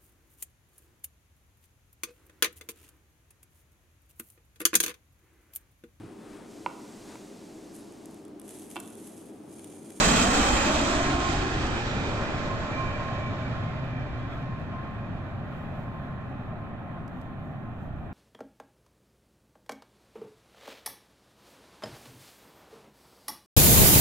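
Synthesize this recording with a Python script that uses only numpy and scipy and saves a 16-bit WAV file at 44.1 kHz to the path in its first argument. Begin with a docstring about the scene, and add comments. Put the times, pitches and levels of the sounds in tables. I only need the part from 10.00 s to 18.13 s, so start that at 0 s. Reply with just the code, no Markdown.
"""A twin-engine airliner on approach roars away towards the runway, heard from under its flight path.
The stereo microphone stands about 1.4 m above the ground; the aircraft recedes from about 100 to 620 m.
Its turbulent roar dulls with distance while the echo off the ground sweeps a comb upwards through it.
Exhaust eddies add a deep throb; a fluttering engine whine and smeared, mostly falling whistles ride on
top. Close to the microphone there is a faint rustle and a few dry ticks."""
import sys
import numpy as np
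from scipy import signal
from scipy.fft import rfft, irfft
from scipy.io import wavfile
from scipy.ndimage import uniform_filter1d

SR = 44100
rng = np.random.default_rng(int(sys.argv[2]) if len(sys.argv) > 2 else 0)


def wrap_up_sound(samples):
    """Save the sound to the file named by the first command line argument, as 16-bit audio."""
    columns = np.atleast_2d(samples).T
    # keep every value between -1 and 1, then stretch to whole-number steps
    tamed = np.clip(columns, -1, 1)
    steps = np.round(tamed * 32767).astype(np.int16)
    wavfile.write(sys.argv[1], SR, steps)


N = 358533
FRAME, HOP = 2048, 512
HZ = np.fft.rfftfreq(FRAME, 1 / SR)
FRAME_S = np.arange(N // HOP + 3) * HOP / SR
# The flight is straight and level, and starts START_M beyond the microphone.
HEIGHT_M, START_M, SPEED_M_PER_S, SOUND_M_PER_S = 60, 85, 66, 343
MIC_HEIGHT_M, RECORDER_EDGE_HZ = 1.438, 14250

# The roar's shape at the microphone, at five rough distances.
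# Each row: frequency in Hz, relative level in dB.
ROAR_120_M = [(20, 1), (55, 1), (120, -0.8), (260, -0.5), (440, -6.5), (720, -4), (930, -5.5), (1350, -5.5),
              (2800, -11.5), (4800, -18), (6100, -18.5), (7400, -12.5), (8500, -23.5), (9300, -40.5),
              (13000, -39), (14000, -41)]
ROAR_190_M = [(20, -3.5), (55, 2), (130, -2), (220, -2), (330, -6), (480, -13), (700, -8.5), (1130, -12.5),
              (1380, -9.5), (1700, -12), (2700, -17), (5500, -26), (7300, -28), (8400, -34.5), (9200, -60),
              (14000, -59)]
ROAR_280_M = [(20, 2), (80, -5), (130, -2.5), (190, -9.5), (250, -3.5), (340, -11), (470, -17.5),
              (610, -9.5), (900, -16.5), (1400, -16.5), (2800, -24.5), (4000, -30), (5400, -37),
              (7500, -40), (9000, -63.5), (14000, -63.5)]
ROAR_350_M = [(20, -10), (60, -7), (85, -4.5), (125, -1), (185, -7.5), (250, -6), (330, -14.5),
              (460, -23.5), (630, -17.5), (950, -24), (1300, -23.5), (1800, -25.5), (4000, -45),
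              (5400, -54.5), (7500, -61), (9000, -75.5)]
ROAR_550_M = [(20, -2), (60, -5.7), (115, 3.5), (190, -1.5), (245, -1.8), (340, -13), (470, -22.5),
              (690, -14), (820, -16.5), (950, -22), (1250, -21.5), (1800, -27), (2800, -36.5), (4000, -47),
              (4800, -58), (5600, -62.5), (9000, -68)]
# The roar's bands, by name. Each row: low and high edge in Hz, starting level in dB,
# loss per doubling of distance in dB, unsteadiness in dB.
ROAR_BANDS = {"buffet": (0, 79.5, -29.5, 7, 1), "rumble": (80, 380, -26, 5.5, 0),
              "rush": (380.5, 2801.5, -23, 9.5, -0.04), "hiss": (2802.5, 20002, -24.5, 16.5, -0.4)}
def roar(stage_s=(.35, 1.5, 2.8, 4.0, 7.0), unsteady_hz=6):
    """Turbulent noise of jets, flaps and fans: bass carries far, hiss is soon absorbed by the air."""
    stages = [ROAR_120_M, ROAR_190_M, ROAR_280_M, ROAR_350_M, ROAR_550_M]
    shape_db = sum(weight * over_hz(stage) for weight, stage in zip(crossfades(stage_s), stages))
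    shape = gain_of(shape_db + roar_colour()) * ground_echo() * (HZ > 0)
    power = 0
    for name, (low_hz, high_hz, start_db, loss_db, unsteady_db) in ROAR_BANDS.items():
        level_db = receding(name, FRAME_S, start_db, loss_db)
        level_db += unsteady_db * wander(len(FRAME_S), unsteady_hz, SR / HOP)
        band = shape ** 2 / (1 + (low_hz / (HZ + 1)) ** 10) / (1 + (HZ / high_hz) ** 10)
        power = power + band / band.sum(1, keepdims=True) * gain_of(level_db)[:, None] ** 2
    lean, coherence = microphone_pair()
    left = noise_frames()
    right = coherence * left + np.sqrt(np.maximum(1 - abs(coherence) ** 2, 0)) * noise_frames()
    pair = np.array([left * lean, right / lean]) / np.sqrt((lean ** 2 + lean ** -2) / 2)
    return to_sound(pair * np.sqrt(power) * turbulence())


# Humps and hollows in the roar. Each row: centre in Hz, width in Hz, lift in dB,
# then the shift in Hz and extra lift in dB with the aircraft at its closest.
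ROAR_HUMPS = [(1740, 170, 1, -100, -2), (2080, 146, -2, 150, -2), (2390, 110, 2.5, 200, 1),
              (2565, 70, 0.5, -1, -0.5), (2785, 160, -1.5, 99.5, -3), (3100, 99, 1.4, 130, 3),
              (3380, 110, 0.1, 60.5, -2.5), (3680, 170, 2, 2, -3), (4000, 170, -0.5, 1, 2.5),
              (228, 28, 1.33, 0, -1.9), (290, 27, -1.5, 0, 2), (375, 45, 1.7, 0, -2.5),
              (586, 45, 2, 0, -1.3)]
def roar_colour():
    """The roar's colour in dB; the fan's humps slide down in pitch as the aircraft leaves."""
    close = (distance(0) / distance(FRAME_S)[:, None]) ** 2
    return sum((db + close * lift_db) * np.exp(-((HZ - hz - close * shift_hz) / width_hz) ** 2)
               for hz, width_hz, db, shift_hz, lift_db in ROAR_HUMPS)


def turbulence(patch_db=1.0, flutter_db=.5, flutter_hz=12):
    """Moving air makes patches of the spectrum swell and fade, and the upper roar flutter as one."""
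    patches = rng.standard_normal((len(FRAME_S), len(HZ)))
    patches = evened(uniform_filter1d(uniform_filter1d(patches, size=10, axis=0), size=18, axis=1))
    flutter = wander(len(FRAME_S), flutter_hz, SR / HOP)[:, None]
    return gain_of((patch_db * patches + flutter_db * flutter) * HZ / (HZ + 400))


def tearing(x, start_depth_db=1.1, rate_hz=55, low_hz=2200):
    """Eddies in the exhaust chop the upper roar; distance smooths them away."""
    upper = signal.sosfiltfilt(signal.butter(2, low_hz, "high", fs=SR, output="sos"), x)
    depth_db = start_depth_db * distance(0) / distance(np.arange(N) / SR)
    return x + upper * (gain_of(depth_db * wander(N, rate_hz, SR)) - 1)


def echo_path(range_m=245):
    """The ground echo's delay in cycles at every bin, and the share not scattered over the distance."""
    far_m = distance(FRAME_S)[:, None]
    cycles = HZ * 2 * MIC_HEIGHT_M / SOUND_M_PER_S * HEIGHT_M / far_m
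    return cycles, 1 / (1 + (far_m / range_m) ** 5)


# Crests and troughs of the comb that stand out at the microphone.
# Each row: echo delay in cycles, peak time in seconds, half length in seconds, lift in dB.
COMB_CRESTS = [(.85, .05, .15, 5), (1.06, .38, .3, 7.2), (.68, 0.51, .35, -2), (.88, 1.0, .33, 5),
               (.55, 1.1, .4, -1.5), (1.38, 1.2, .35, -1.5), (2.04, .75, .17, 3), (2.14, 1.22, .28, 6),
               (3.06, 0.36, 0.24, 4), (3.2, 0.66, .2, 3)]
def ground_echo(reflection=.4, fade_hz=900, crest_cycles=.17):
    """Direct and reflected sound interfere; the delay shrinks as the aircraft nears the horizon."""
    cycles, surviving = echo_path()
    strength = reflection * surviving / (1 + (HZ / fade_hz) ** 6)
    t = FRAME_S[:, None]
    crest_db = sum(db * np.exp(-((cycles - crest) / crest_cycles) ** 2 - ((t - s) / half_s) ** 2)
                   for crest, s, half_s, db in COMB_CRESTS)
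    return abs(1 + strength * np.exp(-2j * np.pi * cycles)) * gain_of(crest_db)


# Left-right balance of the sound at four rough distances; in the first three the right channel
# is duller near 9 kHz. Each row: frequency in Hz, left over right in dB, coherence from 0 to 1,
# left lead in radians.
PAIR_110_M = [(60, -0.4, 0.99, -0.04), (300, -1.2, 0.89, -0.22), (470, 4.0, 0.74, -0.38),
              (700, -0.4, 0.59, -0.89), (1000, -2.1, 0.36, -2.31), (1250, -3.8, 0.15, 0.41),
              (1500, -2.2, 0.52, 1.45), (1900, -5.4, 0.71, 1.04), (2400, -2.8, 0.4, 0.22),
              (2800, -4.6, 0.17, 0.87), (3200, -5.5, 0.13, -1.28), (3700, -3.3, 0.26, -3.34),
              (4300, -5.9, 0.5, -3.55), (5500, -1.7, 0.25, -4.18), (7200, -4.3, 0.32, -2.8),
              (8700, 5, 0.1, -2.8), (11000, 0.0, 0.05, -2.8)]
PAIR_160_M = [(60, -0.2, 0.99, -0.03), (300, 0.7, 0.88, -0.05), (470, 1.5, 0.6, -0.31),
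              (700, -1, 0.65, -0.56), (1000, -2.6, 0.5, -1.38), (1250, -2.2, 0.51, -0.38),
              (1500, -4.0, 0.05, 2.64), (1900, -5.1, 0.49, 1.24), (2400, -5.1, 0.35, 2.01),
              (2800, -3.4, 0.51, 1.7), (3200, -5.8, 0.52, 1.27), (3700, -2.4, 0.29, 0.95),
              (4300, -5.7, 0.15, -1.53), (5500, -2.1, 0.45, -3.08), (7200, -1.9, 0.06, -5.17),
              (8700, 6, 0.05, -5.17), (11000, 0.0, 0.05, -5.17)]
PAIR_220_M = [(60, -0.0, 1.0, -0.0), (140, -1.1, 0.95, 0.0), (190, 1.5, 0.56, -0.03),
              (270, 0.3, 0.77, 0.04), (380, 1.5, 0.88, -0.07), (480, 2.4, 0.82, -0.42),
              (620, -2.2, 0.65, -0.28), (800, 0.0, 0.85, -0.61), (950, -4.5, 0.66, -0.82),
              (1250, 1.4, 0.78, -0.74), (1500, -6.3, 0.24, -1.89), (1750, -7.9, 0.19, -2.59),
              (2050, -2.8, 0.56, -4.81), (2350, -5.3, 0.23, -3.07), (2700, -3.4, 0.46, -4.89),
              (3100, -2.1, 0.54, -3.89), (3600, -3.4, 0.45, -4.34), (4300, -5.6, 0.34, -4.55),
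              (5500, -1.8, 0.19, -5.66), (7500, 0.9, 0.17, -3.01), (8800, 6.4, 0.04, -0.29),
              (11000, -2.1, 0.03, -3.32)]
PAIR_280_M = [(40, -2.3, 0.7, -0.05), (90, 1.2, 0.93, 0.0), (140, -1.0, 0.96, -0.0), (190, 0.4, 0.7, 0.02),
              (220, 2.0, 0.82, -0.03), (270, -1.7, 0.77, 0.0), (340, 2.1, 0.67, 0.09),
              (400, -0.3, 0.5, 0.14), (440, 2.6, 0.46, 0.37), (490, 4.7, 0.65, -0.26),
              (560, 1.6, 0.9, -0.55), (680, -1.4, 0.95, -0.41), (800, -3.2, 0.84, -0.56),
              (900, -3.5, 0.56, -0.67), (1000, -1.6, 0.52, -0.19), (1130, 1.0, 0.73, 0.06),
              (1280, 1.0, 0.76, -0.31), (1420, -3.0, 0.43, -0.72), (1580, -5.6, 0.22, -2.11),
              (1760, -8.1, 0.23, 0.87), (1920, -5.3, 0.66, 0.96), (2080, 0.1, 0.54, 1.78),
              (2250, -4.2, 0.39, 3.26), (2400, -6.3, 0.2, 5.38), (2580, -2.6, 0.39, 6.76),
              (2750, -1.4, 0.48, 8.59), (3000, -2.5, 0.45, 9.73), (3300, -1.5, 0.34, 9.96),
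              (3700, -1.9, 0.26, 9.19), (4050, -4.4, 0.16, 8.71), (4400, -1.7, 0.34, 9.4),
              (5000, -0.6, 0.45, 9.15), (7000, -1.3, 0.1, 6.96), (11000, -4.4, 0.04, 9.5)]
def microphone_pair(stage_s=(.17, .96, 1.95, 2.9), trough_hz=720, trough_lean_db=2.2, trough_blur=.31):
    """Leftward gain and complex coherence; in the comb's troughs the sound widens and leans left."""
    balance_db = coherence = 0
    for weight, stage in zip(crossfades(stage_s), [PAIR_110_M, PAIR_160_M, PAIR_220_M, PAIR_280_M]):
        side_db, alike, lead = over_hz(stage)
        balance_db = balance_db + weight * side_db
        coherence = coherence + weight * np.clip(alike, 0, .99) * np.exp(-1j * lead)
    cycles, surviving = echo_path()
    midrange = np.exp(-np.log2((HZ + 1) / trough_hz) ** 4)
    trough = -np.cos(2 * np.pi * (cycles - .1)) * surviving * midrange
    coherence = coherence * (1 - trough_blur * trough)
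    return gain_of((balance_db + trough_lean_db * trough) / 2), coherence / np.maximum(abs(coherence), 1)


def distance(t):
    """Metres from the microphone to the aircraft at the times t."""
    return np.hypot(HEIGHT_M, START_M + SPEED_M_PER_S * t)


def receding(layer, t, start_db, loss_db):
    """A layer's level in dB: a set loss for each doubling of distance, plus its swells."""
    return start_db - loss_db * np.log2(distance(t) / distance(0)) + swell(layer, t)


# Moments when one layer swells or dips at the microphone.
# Each row: layer, peak time in seconds, half length in seconds, lift in dB.
LAYER_SWELLS = [("buffet", .05, .12, 1.9), ("buffet", 1.1, 0.15, 2.5), ("buffet", 1.7, 0.055, 3.6),
                ("buffet", 4.2, .4, 2.9), ("buffet", 7.93, 0.12, 9.1), ("rumble", 0.16, .25, 1.4),
                ("rumble", 1.13, 0.066, 1.7), ("rumble", 3.6, 0.091, 1.3), ("rumble", 3.8, .9, -0.92),
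                ("rumble", 5.1, 0.024, 3.6), ("rumble", 6.07, 0.35, 0.6), ("rumble", 7.4, .55, 1.1),
                ("core", 1.07, .13, 16), ("core", 1.98, .06, 13.5), ("core", 4.07, 0.044, -14),
                ("core", 4.63, 0.04, 3), ("core", 4.9, .05, 3), ("core", 4.27, 0.029, 10),
                ("core", 4.36, 0.048, -13), ("core", 6.5, 0.043, 4.4), ("core", 8.7, .05, 5.6),
                ("rush", .04, 0.1, 1.3), ("rush", 0.77, .55, 1.6), ("rush", 2.75, 0.5, 1.9),
                ("rush", 4.6, 0.61, -1.1), ("rush", 6.72, 0.96, 2.1), ("hiss", .05, .1, 1.1),
                ("hiss", 0.7, 0.34, 0.93), ("hiss", 4.85, .45, -1.8), ("whine", 0.31, .04, 9.5),
                ("whine", 0.598, 0.11, 10.3), ("whine", 1.145, 0.24, 12), ("whine", 1.57, .06, 2.9),
                ("whine", 1.95, 0.15, -10), ("whine", 2.22, 0.13, 5.1), ("whine", 2.52, 0.03, 6),
                ("whine", 2.59, .025, -10), ("whine", 3.1, 0.03, 6.3), ("whine", 2.74, 0.029, -10),
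                ("whine", 2.84, 0.054, 4.0), ("whine", 2.965, 0.026, -12), ("whine", 3, 0.61, 10),
                ("whine", 2.8, 0.032, 4), ("whine", 3.11, 0.019, -4), ("whine", 2.6, .03, 3.5),
                ("whine", 3.38, .05, 2.2), ("whine", 3.6, .06, 2.8), ("whine", 3.5, 0.044, -8),
                ("whine", 3.61, 0.028, 5.3), ("whine", 4.9, .25, -1.8), ("whine", 4.53, 0.074, 9.3),
                ("whine", 4.79, 0.09, 10), ("whine", 4.94, .2, 2.8), ("whine", 5.68, .08, 4),
                ("whine", 5.83, 0.027, -6), ("whine", 5.91, 0.094, 8.2), ("whine", 6.17, 0.094, 7.5),
                ("whine", 6.6, .17, 4.6), ("whine", 6.95, .1, 8.9), ("whine", 7.15, .06, -10),
                ("whine", 7.33, 0.086, 8.1), ("whine", 7.7, 0.046, 7), ("whine", 7.88, 0.14, -8),
                ("rustle", 4.35, .06, 4), ("rustle", 5.75, 0.25, 5.4), ("rustle", 7.46, .05, 4),
                ("rustle", 7.85, 0.046, 3.5)]
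def swell(layer, t):
    """The summed bell-shaped rises and dips of one layer, in dB."""
    return sum(db * np.exp(-((t - s) / half_s) ** 2)
               for name, s, half_s, db in LAYER_SWELLS if name == layer)


# The throb from behind the engines. Each row: time in seconds, centre in Hz, level in dB before swells.
THROB_PATH = [(0, 129.5, -51), (2.4, 125.1, -46.5), (2.85, 118.5, -38), (3.15, 108.2, -35.5),
              (3.75, 122, -36), (4.2, 115, -38), (4.5, 134, -37), (5.0, 109.9, -39.5), (5.45, 100.9, -40.5),
              (5.8, 130.2, -42), (6.15, 137.9, -42), (6.6, 110.2, -45.5), (8.1, 108, -49)]
def exhaust_throb(width_hz=29):
    """The largest eddies of the exhaust roll deeply and evenly, alike on both channels."""
    t = np.arange(N) / SR
    hz, db = over_time(THROB_PATH, t)
    eddies = narrow_noise(hz, width_hz)
    rolling = eddies.real / np.sqrt(1 + abs(eddies) ** 2 / 2)  # softens the peaks
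    return gain_of(db + swell("core", t)) * evened(rolling)


# Where the whine sits across the microphone pair.
# Each row: time in seconds, left over right in dB, left lead in radians.
WHINE_POSITION = [(0, -3.5, -1.8), (2.6, -6, -0.61), (4.5, 2, -0.16)]
def engine_whine(source_hz=1259.5, beat_hz=6.5, second_engine_db=-12):
    """Two engines whine slightly apart and beat; the Doppler shift settles as the aircraft recedes."""
    t = np.arange(N) / SR
    away_m_per_s = SPEED_M_PER_S * (START_M + SPEED_M_PER_S * t) / distance(t)
    hz = source_hz / (1 + away_m_per_s / SOUND_M_PER_S)
    db = receding("whine", t, start_db=-42, loss_db=7)
    side_db, lead = over_time(WHINE_POSITION, t)
    first_engine = trembling_tone(hz, db, side_db, lead)
    return first_engine + trembling_tone(hz - beat_hz, db + second_engine_db, side_db, lead)


def trembling_tone(hz, db, side_db, lead, waver_share=.0075, flicker_db=1.9, drift_db=1.9):
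    """A stereo tone whose pitch and strength tremble on the way through the air."""
    phase = 2 * np.pi * np.cumsum(hz * (1 + waver_share * wander(N, 46.2, SR))) / SR
    level_db = db + flicker_db * wander(N, 21, SR)
    channels = []
    for side in (1, -1):
        channel_db = level_db + side * side_db / 2 + drift_db * wander(N, 2.8, SR)
        channels.append(gain_of(channel_db) * np.sin(phase + side * lead / 2))
    return np.sqrt(2) * np.array(channels)


# Whistles behind the aircraft, louder on the right. Each row: middle in seconds,
# length in seconds, pitch in Hz, sag in Hz per second, level in dB.
GLIDING_WHISTLES = [(2.053, 0.87, 2390, 20, -50), (2.85, .5, 2362, 66, -44.6), (3.22, .3, 2315, 178, -48.5),
                    (3.44, .18, 2310, 300, -49), (3.717, 0.2, 2124, 550, -51.5), (4, .65, 2367, 143, -53.5),
                    (4.29, .24, 3380, 100, -63), (1.778, .35, 2350, -80, -49), (3.17, 0.35, 3100, 60, -61),
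                    (5.0, .3, 2440, 40, -63)]
def gliding_whistles(width_hz=25, side_db=-5.5, lead_radians=1.8):
    """Smeared whistles, mostly falling in pitch, swell and sink back into the roar."""
    out, side = np.zeros((2, N)), np.array([[.5], [-.5]])
    pair = gain_of(side * side_db) * np.exp(1j * side * lead_radians)
    for s, length, hz, sag_hz_per_s, db in GLIDING_WHISTLES:
        t = np.arange(-length / 2, length / 2, 1 / SR)
        tone = (pair * narrow_noise(hz - sag_hz_per_s * t, width_hz)).real
        add(out, s + t[0], gain_of(db) * tone * np.cos(np.pi * t / length))
    return out


# Ticks right by the microphone. Each row: start in seconds, level in dB before filtering,
# left over right in dB, decay in seconds, lower edge in Hz.
CLOSE_TICKS = [(4.599, -54, -7, .0014, 3000), (4.614, -51, -3, .0018, 4000), (7.079, -49, -8, 0.0026, 2200),
               (7.097, -59, -8, 0.0015, 2800), (7.2142, -51.5, -8, .0036, 2600)]
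def ticks(high_hz=6800):
    """Tiny dry snaps, each a noise burst of a few milliseconds."""
    out, t = np.zeros((2, N)), np.arange(SR // 40) / SR
    for s, db, side_db, decay_s, low_hz in CLOSE_TICKS:
        band = signal.butter(1, [low_hz, high_hz], "band", fs=SR, output="sos")
        burst = signal.sosfilt(band, rng.standard_normal((2, len(t))) * np.exp(-t / decay_s))
        add(out, s, burst * gain_of([[db + side_db / 2], [db - side_db / 2]]))
    return out


# The rustle close to the microphone. Each row: frequency in Hz, relative level in dB.
RUSTLE_SPECTRUM = [(100, 0.5), (3000, -3), (7500, 2), (9300, -5), (11500, -1.5), (14000, 3.5)]
def rustle(base_db=-87.5, unsteady_db=1.9, unsteady_hz=6):
    """A faint hiss, stronger on the right, that swells a little now and then."""
    shape = gain_of(over_hz(RUSTLE_SPECTRUM)[0])
    shape /= np.linalg.norm(shape[(HZ > 9500) & (HZ < RECORDER_EDGE_HZ)])  # the top treble sets the level
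    level_db = base_db + swell("rustle", FRAME_S)
    level_db += unsteady_db * wander(len(FRAME_S), unsteady_hz, SR / HOP)
    hiss = np.array([noise_frames(), noise_frames()]) * shape * gain_of(level_db)[:, None]
    return gain_of([[.5], [4]]) * to_sound(hiss)


def gain_of(db):
    """Decibels to amplitude."""
    return 10 ** (np.asarray(db) / 20)


def evened(x):
    """Scales to rms 1."""
    return x / np.sqrt(np.mean(x ** 2) + 1e-20)


def over_time(rows, t):
    """The columns of a curve at the times t."""
    s, *columns = np.transpose(rows)
    return [np.interp(t, s, c) for c in columns]


def over_hz(rows):
    """The columns of a spectrum at every bin."""
    f, *columns = np.transpose(rows)
    return np.array([np.interp(np.log(HZ + 1), np.log(f + 1), c) for c in columns])


def crossfades(stage_s):
    """A weight per frame for each stage; each holds alone at its time in stage_s."""
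    return [np.interp(FRAME_S, stage_s, share)[:, None] for share in np.eye(len(stage_s))]


def wander(count, rate_hz, step_hz):
    """A smooth random curve of rms 1, count values at step_hz a second."""
    f = np.fft.rfftfreq(count, 1 / step_hz)
    return evened(irfft(rfft(rng.standard_normal(count)) * np.exp(-(f / rate_hz) ** 2), count))


def narrow_noise(hz, width_hz):
    """Complex noise in a narrow band that follows the curve hz; its real part has rms 1."""
    envelope = wander(len(hz), width_hz, SR) + 1j * wander(len(hz), width_hz, SR)
    return envelope * np.exp(2j * np.pi * np.cumsum(hz) / SR)


def noise_frames():
    """Short-time spectra of white noise."""
    return rng.standard_normal((len(FRAME_S), len(HZ), 2)) @ np.array([1, 1j])


def to_sound(frames):
    """Overlaps short-time spectra into N samples."""
    _, x = signal.istft(frames, nperseg=FRAME, noverlap=FRAME - HOP, time_axis=-2, freq_axis=-1)
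    return x[..., :N] / np.sqrt(2 / 3)


def add(mix, s, sound):
    """Mixes a stereo sound in at time s."""
    part = mix[:, round(s * SR):][:, :sound.shape[1]]
    part += sound[:, :part.shape[1]]


def scene():
    """The receding aircraft and the small sounds by the microphone."""
    return tearing(roar()) + exhaust_throb() + engine_whine() + gliding_whistles() + rustle() + ticks()


def record(dry):
    """The recorder's band limit."""
    lowpass = signal.firwin(511, RECORDER_EDGE_HZ, window=("kaiser", 9), fs=SR)
    return signal.oaconvolve(dry, lowpass[None], "same")


dry = scene()
out = record(dry)
wrap_up_sound(out)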